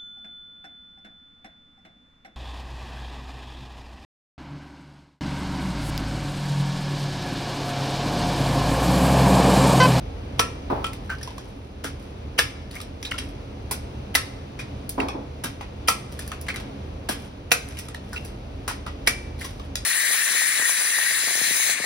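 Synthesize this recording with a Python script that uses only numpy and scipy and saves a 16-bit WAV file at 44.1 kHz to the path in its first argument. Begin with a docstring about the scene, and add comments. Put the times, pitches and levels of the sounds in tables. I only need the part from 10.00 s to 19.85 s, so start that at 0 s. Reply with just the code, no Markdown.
"""Cracking eggs on a tin

Eggs are knocked on the rim of a big tin, split by hand, and the empty shells tossed away. Each fracture
is a burst of noise that drives the hollow shell's resonance; the struck tin rings in its own modes, and
air pockets pop in the egg white. Dull blows sound from the worktop and the bin, and fans and fridges
rumble underneath. A small hard kitchen reverberates; two close microphone ports listen."""
import sys
import numpy as np
from scipy import signal
from scipy.fft import rfft, irfft, next_fast_len
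from scipy.io import wavfile

SR = 44100
rng = np.random.default_rng(int(sys.argv[2]) if len(sys.argv) > 2 else 0)


def master(y):
    """Save y as 16-bit WAV."""
    cut = np.clip(np.atleast_2d(y).T, -1, 1)
    pcm = np.round(cut * 32767)  # scale
    wavfile.write(sys.argv[1], SR, pcm.astype(np.int16))


N = 434385


def amp(db):
    """Amplitude ratio of a level in decibels."""
    return 10 ** (np.asarray(db) / 20)


def unit_rms(x):
    """Normalisation to unit mean power."""
    return x / np.sqrt(np.mean(x ** 2) + 1e-20)


def curve(points, hz, column=1):
    """Interpolation of a table column over logarithmic frequency."""
    points = np.array(points)
    return np.interp(np.log(hz + 1), np.log(points[:, 0] + 1), points[:, column])


def add(mix, s, sound):
    """Superposition: a sound joins the mix at s seconds."""
    part = mix[:, round(s * SR):][:, :sound.shape[1]]
    part += sound[:, :part.shape[1]]


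def colour(x, spectrum, tilt_db=0):
    """Spectral shaping, with a further slope of tilt_db per octave above 3 kHz."""
    hz = np.fft.rfftfreq(x.shape[-1], 1 / SR)
    gain_db = curve(spectrum, hz) + tilt_db * np.log2(np.maximum(hz, 3000) / 3000)
    return irfft(rfft(x) * amp(gain_db), x.shape[-1])


# Noise spectra of the machines and of moving air: f/Hz, relative density/dB
RUMBLE_SPECTRUM = [(12, -61), (20, -20), (32, -5), (81, -4.5), (139, -5.5), (167, -18), (195, -8.5),
                   (278, -15), (312, -15.5)]
AIR_SPECTRUM = [(450, -15), (800, -20.5), (1200, -27.5), (1900, -33.5), (2700, -31), (3700, -35.5),
                (5700, -41.5), (9300, -54.5), (10500, -51.5), (16000, -62)]
# Motor tones: f/Hz, width/Hz, level/dB re the broadband noise
MOTOR_TONES = [(48.4, 1.4, -9), (75.4, 5.7, -5.5), (279.1, 11.8, -13.5)]


def machines(floor_db=-37, swell_db=1.13):
    """Broadband and narrowband noise: fans and fridges rumble, hiss and hum, slowly swelling."""
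    t, hz = np.arange(N) / SR, np.fft.rfftfreq(N, 1 / SR)
    swell = sum(np.sin(2 * np.pi * (f * t + rng.random())) / np.sqrt(f) for f in np.geomspace(.2, 5, 12))
    white = rfft(rng.standard_normal((2, N)))[:1]
    hums = sum(amp(db) * unit_rms(irfft(white * np.exp(-((hz - f) / width) ** 2), N))
               for f, width, db in MOTOR_TONES)
    wash = unit_rms(colour(rng.standard_normal((2, N)), RUMBLE_SPECTRUM + AIR_SPECTRUM))
    return amp(floor_db + swell_db * unit_rms(swell)) * (wash + hums)


# Reverberation time of the kitchen: f/Hz, T60/s
REVERB_TIMES = [(300, 0.32), (800, 0.2), (2000, 0.2), (5500, 0.18), (12000, 0.068)]
RING_IN_ROOM_DB = -10  # rings and pops carry less into the room than crackle


def kitchen(x, build_s=0.0034):
    """Diffuse reverberation: two independent noise tails, each band decaying at its own rate."""
    hz, t, bands = signal.stft(rng.standard_normal((2, SR // 2)), SR, nperseg=256)
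    fall_db = -60 * t / curve(REVERB_TIMES, hz)[:, None]
    rooms_beyond = amp(fall_db / 4.4 - 18)
    tail = signal.istft(bands * (amp(fall_db) + rooms_beyond), SR, nperseg=256)[1]
    tail *= 1 - np.exp(-np.arange(tail.shape[1]) / SR / build_s)
    return signal.oaconvolve(x[None], tail / np.linalg.norm(tail[0]), axes=1)[:, :N]


# Right port against left: f/Hz, extra phase/rad, near correlation, room correlation, left over right/dB
PORT_RESPONSE = [(70, .02, .99, .999, -0.4), (323, -0.16, 1, 0.91, -1), (820, -0.54, 0.21, -0.39, 0.8),
                 (2000, -2.5, 1, 0.24, 2.1), (2850, -0.4, 0.29, 0.55, 0.9), (4320, 0.73, 0.9, 0.19, -1.4),
                 (5320, 1.6, 0.97, 0.3, -1), (7130, -0.45, 0.74, 1, -0.7), (11300, -0.36, 1, 0.91, -0.2),
                 (16000, 0.2, 1, 1, 0.5)]
NEAR_FIELD, ROOM_FIELD = 2, 3  # the correlation columns


def ports(pair, field, turn_hz=5100, left_lag_s=1 / 5430, right_lag_s=1 / 5600):
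    """Partial coherence: two signals blend into left and right, apart in phase and level."""
    size = next_fast_len(N + 4096)
    hz = np.fft.rfftfreq(size, 1 / SR)
    left, other = rfft(pair, size)
    alike = np.clip(curve(PORT_RESPONSE, hz, field), -1, 1)
    lean = amp(curve(PORT_RESPONSE, hz, 4) / 2)
    # below turn_hz the left port hears a sound later, above it the right
    cycles = np.minimum(hz, turn_hz) * left_lag_s - np.maximum(hz - turn_hz, 0) * right_lag_s
    phase = curve(PORT_RESPONSE, hz) + 2 * np.pi * cycles
    right = (alike * left + np.sqrt(1 - alike ** 2) * other) * np.exp(1j * phase)
    return irfft(np.array([left * lean, right / lean]), size)[:, :N]


# Spectrum of a dull blow: f/Hz, relative density/dB
THUD_SPECTRUM = [(59, -34), (100, -9), (172, -0.5), (280, 3.5), (586, -3), (749, -3.5), (854, -2),
                 (1970, -31.5), (2320, -32.5), (5000, -52), (6500, -64)]
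# Blows on the worktop and in the bin: t/s, level/dB, T60/s, tilt/(dB/octave), boom/dB re the blow
DULL_BLOWS = [(0.7, -21.5, 0.55, 5, -16), (0.727, -16.5, 0.068, -0.5, -24), (1.844, -28, 0.065, 0.5, -3.5),
              (3.711, -31, 0.1, 8, -3), (4.979, -22, 0.47, 4.5, 3.5), (5.009, -30, 0.62, 4.5, -7),
              (5.148, -29, 0.45, -1, 2.5), (5.44, -27.5, 0.12, -6, -7), (7.091, -19, 0.087, -0.5, -16)]


def thuds(boom_hz=275.3, boom_t60=0.26, boom_rise_s=0.011, clack_hz=993, clack_t60=0.069):
    """Damped impacts: low noise blurred by the room, a short clack and the resonant boom of the bin."""
    out, t = np.zeros((2, N)), np.arange(SR // 2) / SR
    for s, db, t60, tilt_db, boom_db in DULL_BLOWS:
        spectrum = [(hz, level + tilt_db * np.log2(hz)) for hz, level in THUD_SPECTRUM]
        decay = amp(-60 * t / t60)
        body = decay * colour(rng.standard_normal((2, len(t))), spectrum)
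        body *= np.linalg.norm(decay) / np.linalg.norm(body[0])
        boom = amp(boom_db - 60 * t / boom_t60) * np.sin(2 * np.pi * boom_hz * t)
        boom *= 1 - np.exp(-t / boom_rise_s)
        clack_db = -10.5 + 2 * tilt_db  # brighter blows clack louder
        clack = amp(clack_db - 60 * t / clack_t60) * np.sin(2 * np.pi * clack_hz * t)
        add(out, s - .001, amp(db) * (1 - np.exp(-t / 0.0016)) * (body + clack + boom))
    return out


# Air pockets bursting in the egg white: t/s, level/dB, start f/Hz, end f/Hz, glide time/s
AIR_POCKETS = [(1.094, -36, 1562, 1528, 0.04), (2.755, -41, 2010, 2266, 0.017),
               (3.048, -38, 3750, 3840, 0.026), (3.1168, -25, 2070, 1966, 0.0052),
               (6.319, -41, 1460, 1233, 0.016), (6.488, -30, 1960, 2352, 0.02),
               (6.541, -36, 2120, 2050, 0.01), (8.128, -39.5, 1486, 1456, 0.02),
               (8.162, -35.5, 2615, 2780, 0.018), (9.414, -38, 1930, 2090, 0.0074)]


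def bubbles(rise_s=0.0019, roughness=1.6, width_hz=320, spit_db=-25, spit_ratio=1.85):
    """Bubble resonance: a gliding tone, roughened by noise modulation, with a faint spit above it."""
    out, t = np.zeros((2, N)), np.arange(SR // 6) / SR
    pole = np.exp(-np.pi * width_hz / SR)
    for s, db, start_hz, end_hz, length in AIR_POCKETS:
        noise = rng.standard_normal((4, len(t)))
        flutter = signal.lfilter([1], [1, -pole], noise[:2] + 1j * noise[2:])
        flutter *= np.sqrt((1 - pole ** 2) / 2)
        progress = np.minimum(t / length, 1)
        phase = 2 * np.pi * np.cumsum(start_hz + (end_hz - start_hz) * progress) / SR
        tone = (1 + roughness * flutter[0]) * np.exp(1j * phase)
        spit = amp(spit_db) * flutter[1] * np.exp(1j * spit_ratio * phase)
        fall_db = -1.5 * progress - 60 * np.maximum(t / length - 1, 0) / 2.5  # sags, then dies away
        envelope = np.minimum(t / rise_s, 1) * amp(db + fall_db)
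        add(out, s, np.tile(envelope * (tone + spit).imag, (2, 1)))
    return out


# Spectrum of breaking shell: f/Hz, relative density/dB
SHELL_SPECTRUM = [(150, -7), (500, -0.5), (1200, -1), (2200, 1.5), (3200, 2), (4200, -6), (5100, -2.5),
                  (5800, -4.5), (6600, -9), (10500, -7.5), (13000, -8.5), (16000, -29)]
# Fingers prying and crumpling wet shell: t/s, duration/s, level/dB
CRUSHES = [(0.74, 1, -60), (1.982, 0.13, -55), (2.717, 0.09, -46), (3.0, 0.34, -53), (6.087, 0.3, -49),
           (6.385, 0.35, -62), (7.18, 0.1, -49.5), (7.647, 0.23, -49.5), (8.02, 0.34, -53.5),
           (9.356, 0.33, -54)]


def rustle(ticks_per_s=300):
    """Shot noise: dense small ticks over a soft scrape, swelling and fading with the hands."""
    t = np.arange(N) / SR
    envelope = sum(amp(db) * np.sin(np.pi * np.clip((t - s) / length, 0, 1)) ** 0.56
                   for s, length, db in CRUSHES)
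    strengths = amp(7 * np.minimum(rng.exponential(1, N), 3))
    ticks = signal.lfilter([1], [1, -.96], strengths * (rng.random(N) < ticks_per_s / SR))
    scrape = rng.standard_normal((2, N)) * (1 + 2.2 * unit_rms(ticks))
    return envelope * unit_rms(colour(scrape, SHELL_SPECTRUM, tilt_db=0.92))


def fracture(row, noise, grain, *, bend, grain_db, cycles, glide, dull_db_per_oct,
             rise_s=0.001, strike=0, ring_boost_db=0):
    """Forced resonance: tiny fractures in quick succession drive the hollow shell near its own pitch."""
    db, hz, hollow, t60 = row[1:5]
    # a dry crack (hollowness 0) is bright and hardly rings; a hollow pop (1) is dull and rings
    tilt_db, ring_db = 17 - 27.5 * hollow, -22 + 32 * hollow + ring_boost_db
    t = np.arange(noise.shape[1]) / SR
    first_contact = 1 + strike * np.exp(-t / .004)
    envelope = (1 - np.exp(-t / rise_s)) * amp(-60 * (t / t60) ** bend) * first_contact
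    # a chip radiates little below its own pitch: 5 dB less per octave
    spectrum = [(f, level - dull_db_per_oct * np.log2(min(f, 4300)) - 5 * max(np.log2(hz / f), 0))
                for f, level in SHELL_SPECTRUM]
    flicker = amp(grain_db * np.repeat(np.clip(grain, -2, 1.5), 24)[:len(t)])
    crackle = envelope * flicker * colour(noise, spectrum, tilt_db)
    crackle /= np.linalg.norm(crackle[0])
    t = t[:len(t) // 3]
    turns = hz * t * (1 + glide * t)  # a wet cavity shrinks, so its pitch slides up
    ring_cycles = cycles * min(3000 / hz, 1)  # small chips lose their ring sooner
    resonance = amp(-60 * turns / ring_cycles) * np.sin(2 * np.pi * turns)
    ring = signal.oaconvolve(crackle, resonance[None])[:, :len(envelope)]
    ring *= amp(ring_db) / np.linalg.norm(ring[0])
    to_room = crackle[0] + amp(RING_IN_ROOM_DB) * ring[0]
    return amp(db) * np.linalg.norm(envelope) * np.vstack([crackle + ring, to_room])


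def fractures(table, **manner):
    """Superposition of one fracture per row: two direct channels and a third that excites the room."""
    out, size = np.zeros((3, N)), SR // 6
    noises = rng.standard_normal((len(table), 2, size))
    grains = rng.standard_normal((len(table), size // 24 + 1))
    for row, noise, grain in zip(table, noises, grains):
        add(out, row[0], fracture(row, noise, grain, **manner))
    return out


# Empty shells landing: t/s, level/dB, ring f/Hz, hollowness (0-1), crackle T60/s
LANDINGS = [(1.8395, -31.5, 1720, 0.54, 0.14), (3.7107, -24.5, 1060, 0.3, 0.096),
            (5.437, -27.5, 1680, 0.46, 0.11), (5.6082, -38.5, 1040, 0.75, 0.11),
            (7.0879, -25.5, 1680, 0.44, 0.14), (8.6775, -26.5, 1310, 0.49, 0.13),
            (8.709, -45, 1000, 1, 0.04), (8.8637, -36.5, 1340, 0.74, 0.11)]


def tossed_shells():
    """Impact with heavy damping: a sharp first contact, then a long crackle that rings little."""
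    return fractures(LANDINGS, bend=1.135, grain_db=4.8, cycles=10, glide=.1, dull_db_per_oct=2.6,
                     strike=1.4)


# Shell splitting, crumpling and dripping: t/s, level/dB, ring f/Hz, hollowness (0-1), crackle T60/s
SPLITS = [(0.842, -19.5, 1350, 0.75, 0.013), (0.843, -30, 3230, 0.92, 0.034),
          (0.8663, -26, 3200, 0.56, 0.012), (0.931, -31, 2640, 0.52, 0.019),
          (1.1004, -25.5, 1590, 0.84, 0.02), (1.1513, -45, 5800, 0.7, 0.013),
          (1.1832, -43, 4930, 0.7, 0.023), (1.212, -39.5, 1800, 0.74, 0.031),
          (1.2288, -29.5, 5840, 0.62, 0.022), (1.2749, -32, 960, 0.76, 0.021),
          (1.3054, -37.5, 980, 0.75, 0.023), (1.3802, -30.5, 1120, 0.65, 0.016),
          (2.71, -37.5, 4700, 0.54, 0.027), (2.7556, -33.5, 2100, 0.2, 0.0098),
          (2.8017, -27.5, 1270, 0.66, 0.013), (2.8124, -29, 4560, 0.55, 0.017),
          (3.0276, -26.5, 6000, 0.61, 0.017), (3.051, -26.5, 3640, 0.69, 0.019),
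          (3.1105, -29, 9600, 0.6, 0.012), (3.1135, -26, 3020, 0.89, 0.021), (3.14, -37, 1340, 0.87, 0.048),
          (3.1795, -35, 5200, 0.9, 0.018), (3.1842, -24.5, 3220, 0.67, 0.034),
          (4.59, -33.5, 2450, 0.72, 0.082), (4.8927, -16, 5200, 0.25, 0.014),
          (5.0005, -20.5, 2630, 0.82, 0.014), (5.0848, -19.5, 1110, 0.76, 0.013),
          (6.121, -40, 5900, 0.42, 0.027), (6.1906, -26, 1900, 0.48, 0.024),
          (6.2765, -26.5, 1720, 0.3, 0.014), (6.3175, -20.5, 1270, 0.7, 0.01),
          (6.4108, -32.5, 1100, 0.28, 0.033), (6.4657, -39, 2840, 0.68, 0.033),
          (6.4837, -22.5, 2200, 0.75, 0.025), (6.5425, -35, 2050, 0.2, .015),
          (6.5594, -26.5, 2290, 0.64, 0.03), (6.5994, -36, 890, 0.7, 0.04),
          (7.6867, -32.5, 2420, 0.4, 0.012), (7.7697, -37, 2970, 0.64, 0.038),
          (7.7877, -28, 2870, 0.42, 0.033), (7.884, -27, 1375, 0.52, 0.011),
          (7.945, -25, 1850, 0.73, 0.011), (8.131, -27.5, 1490, 0.42, 0.015),
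          (8.158, -38, 2650, 0.85, 0.028), (8.2467, -37, 2690, 0.37, 0.043),
          (9.388, -42, 4500, 0.56, 0.054), (9.406, -36.5, 1970, 0.58, 0.17),
          (9.4434, -32, 1100, 0.53, 0.069), (9.5955, -34, 1110, 0.84, 0.016),
          (9.7549, -16, 6860, 0.59, 0.015)]


def splitting_shells():
    """Brittle fracture: grainy snaps excite wet cavities whose resonance glides upward."""
    return fractures(SPLITS, bend=1.3, grain_db=6, cycles=30, glide=2.8, dull_db_per_oct=-1)


# Modes of the tin: f/Hz, level/dB, T60/s
TIN_MODES = [(470, 15, .12), (1227, -6, .25), (1335, 6, .17), (2200, 3, .2), (2540, -4, .2), (2283, 4, .14),
             (3510, -2, .25), (2335, -3, .6)]
# Fingers brushing the tin: t/s, level/dB, f/Hz
FINGER_TAPS = [(0.842, -33, 1335)]


def tin(knocks, fall_db_per_oct=130, max_fall_db=22):
    """Modal vibration: knocks and finger taps ring the tin, favouring modes near the blow's pitch."""
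    out, t = np.zeros((2, N)), np.arange(SR // 2) / SR
    blows = [(s, db + tin_db, hz) for s, db, hz, *_, tin_db, _ in knocks] + FINGER_TAPS
    for s, db, blow_hz in blows:
        modes = np.zeros(len(t))
        for hz, mode_db, t60 in TIN_MODES:
            loss_db = min(fall_db_per_oct * abs(np.log2(hz / blow_hz)), max_fall_db)
            modes += amp(mode_db - loss_db - 60 * t / t60) * np.sin(2 * np.pi * (hz * t + rng.random()))
        add(out, s, np.tile(amp(db) * (1 - np.exp(-t / 0.0016)) * modes, (2, 1)))
    return out


# Bright clack of the rim: f/Hz, level/dB re the blow
RIM_MODES = [(5080, -19.5), (5790, -14.5)]
# Eggs striking the rim: t/s, level/dB, ring f/Hz, hollowness (0-1), crackle T60/s,
# tin level/dB re the blow, lead-in level/dB re the blow
EGG_KNOCKS = [(0.3932, -15, 1370, 0.51, 0.029, -3.5, -32), (2.388, -13.5, 1740, 0.51, 0.029, -5.5, -16),
              (4.151, -12.5, 2030, 0.43, 0.027, -19, -23), (5.8829, -14.5, 1300, 0.41, 0.035, -6, -13),
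              (7.5157, -13, 2630, 0.44, 0.034, -6, -27), (9.0726, -14, 2304, 0.46, 0.03, -14.5, -24)]


def egg_knocks(lead_in_s=0.0093, lead_in_hz=3140, lead_in_t60=0.11, rim_t60=0.016):
    """Impact fracture: the shell breaks on the rim, and the rim answers with a short clack."""
    # a faint, bright noise swells just before each knock
    lead_ins = [(s - lead_in_s, db + lead_in_db, lead_in_hz, hollow, lead_in_t60)
                for s, db, _, hollow, *_, lead_in_db in EGG_KNOCKS]
    rims = [(s, db + rim_db, hz, 1, rim_t60) for s, db, *_ in EGG_KNOCKS for hz, rim_db in RIM_MODES]
    blow = dict(rise_s=0.0009, bend=2.07, grain_db=4.5, cycles=22, glide=0.12, dull_db_per_oct=3,
                ring_boost_db=6)
    out = fractures(EGG_KNOCKS + lead_ins, **blow)
    out[:2] += fractures(rims, **blow)[:2]  # the clack is heard close by only
    return out


def scene(reverb_db=-2.5):
    """Direct and diffuse fields add at the two ports, each with its own coherence."""
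    shells = egg_knocks() + tossed_shells() + splitting_shells()
    ringing = tin(EGG_KNOCKS) + bubbles()
    scrape = rustle()
    direct = shells[:2] + ringing + scrape
    to_room = shells[2] + scrape[0] + amp(RING_IN_ROOM_DB) * ringing[0]
    diffuse = amp(reverb_db) * kitchen(to_room) + thuds() + machines()
    return ports(direct, NEAR_FIELD) + ports(diffuse, ROOM_FIELD)


def record(dry, low_hz=40, high_hz=16900):
    """Saturation and band limits: the microphone drops deep bass, the input stage rounds off peaks."""
    thinned = signal.sosfilt(signal.butter(4, low_hz, "high", fs=SR, output="sos"), dry)
    lowpass = signal.firwin(511, high_hz, window=("kaiser", 9), fs=SR)
    return signal.oaconvolve(np.tanh(thinned), lowpass[None], "same")


dry = scene()
out = record(dry)
master(out)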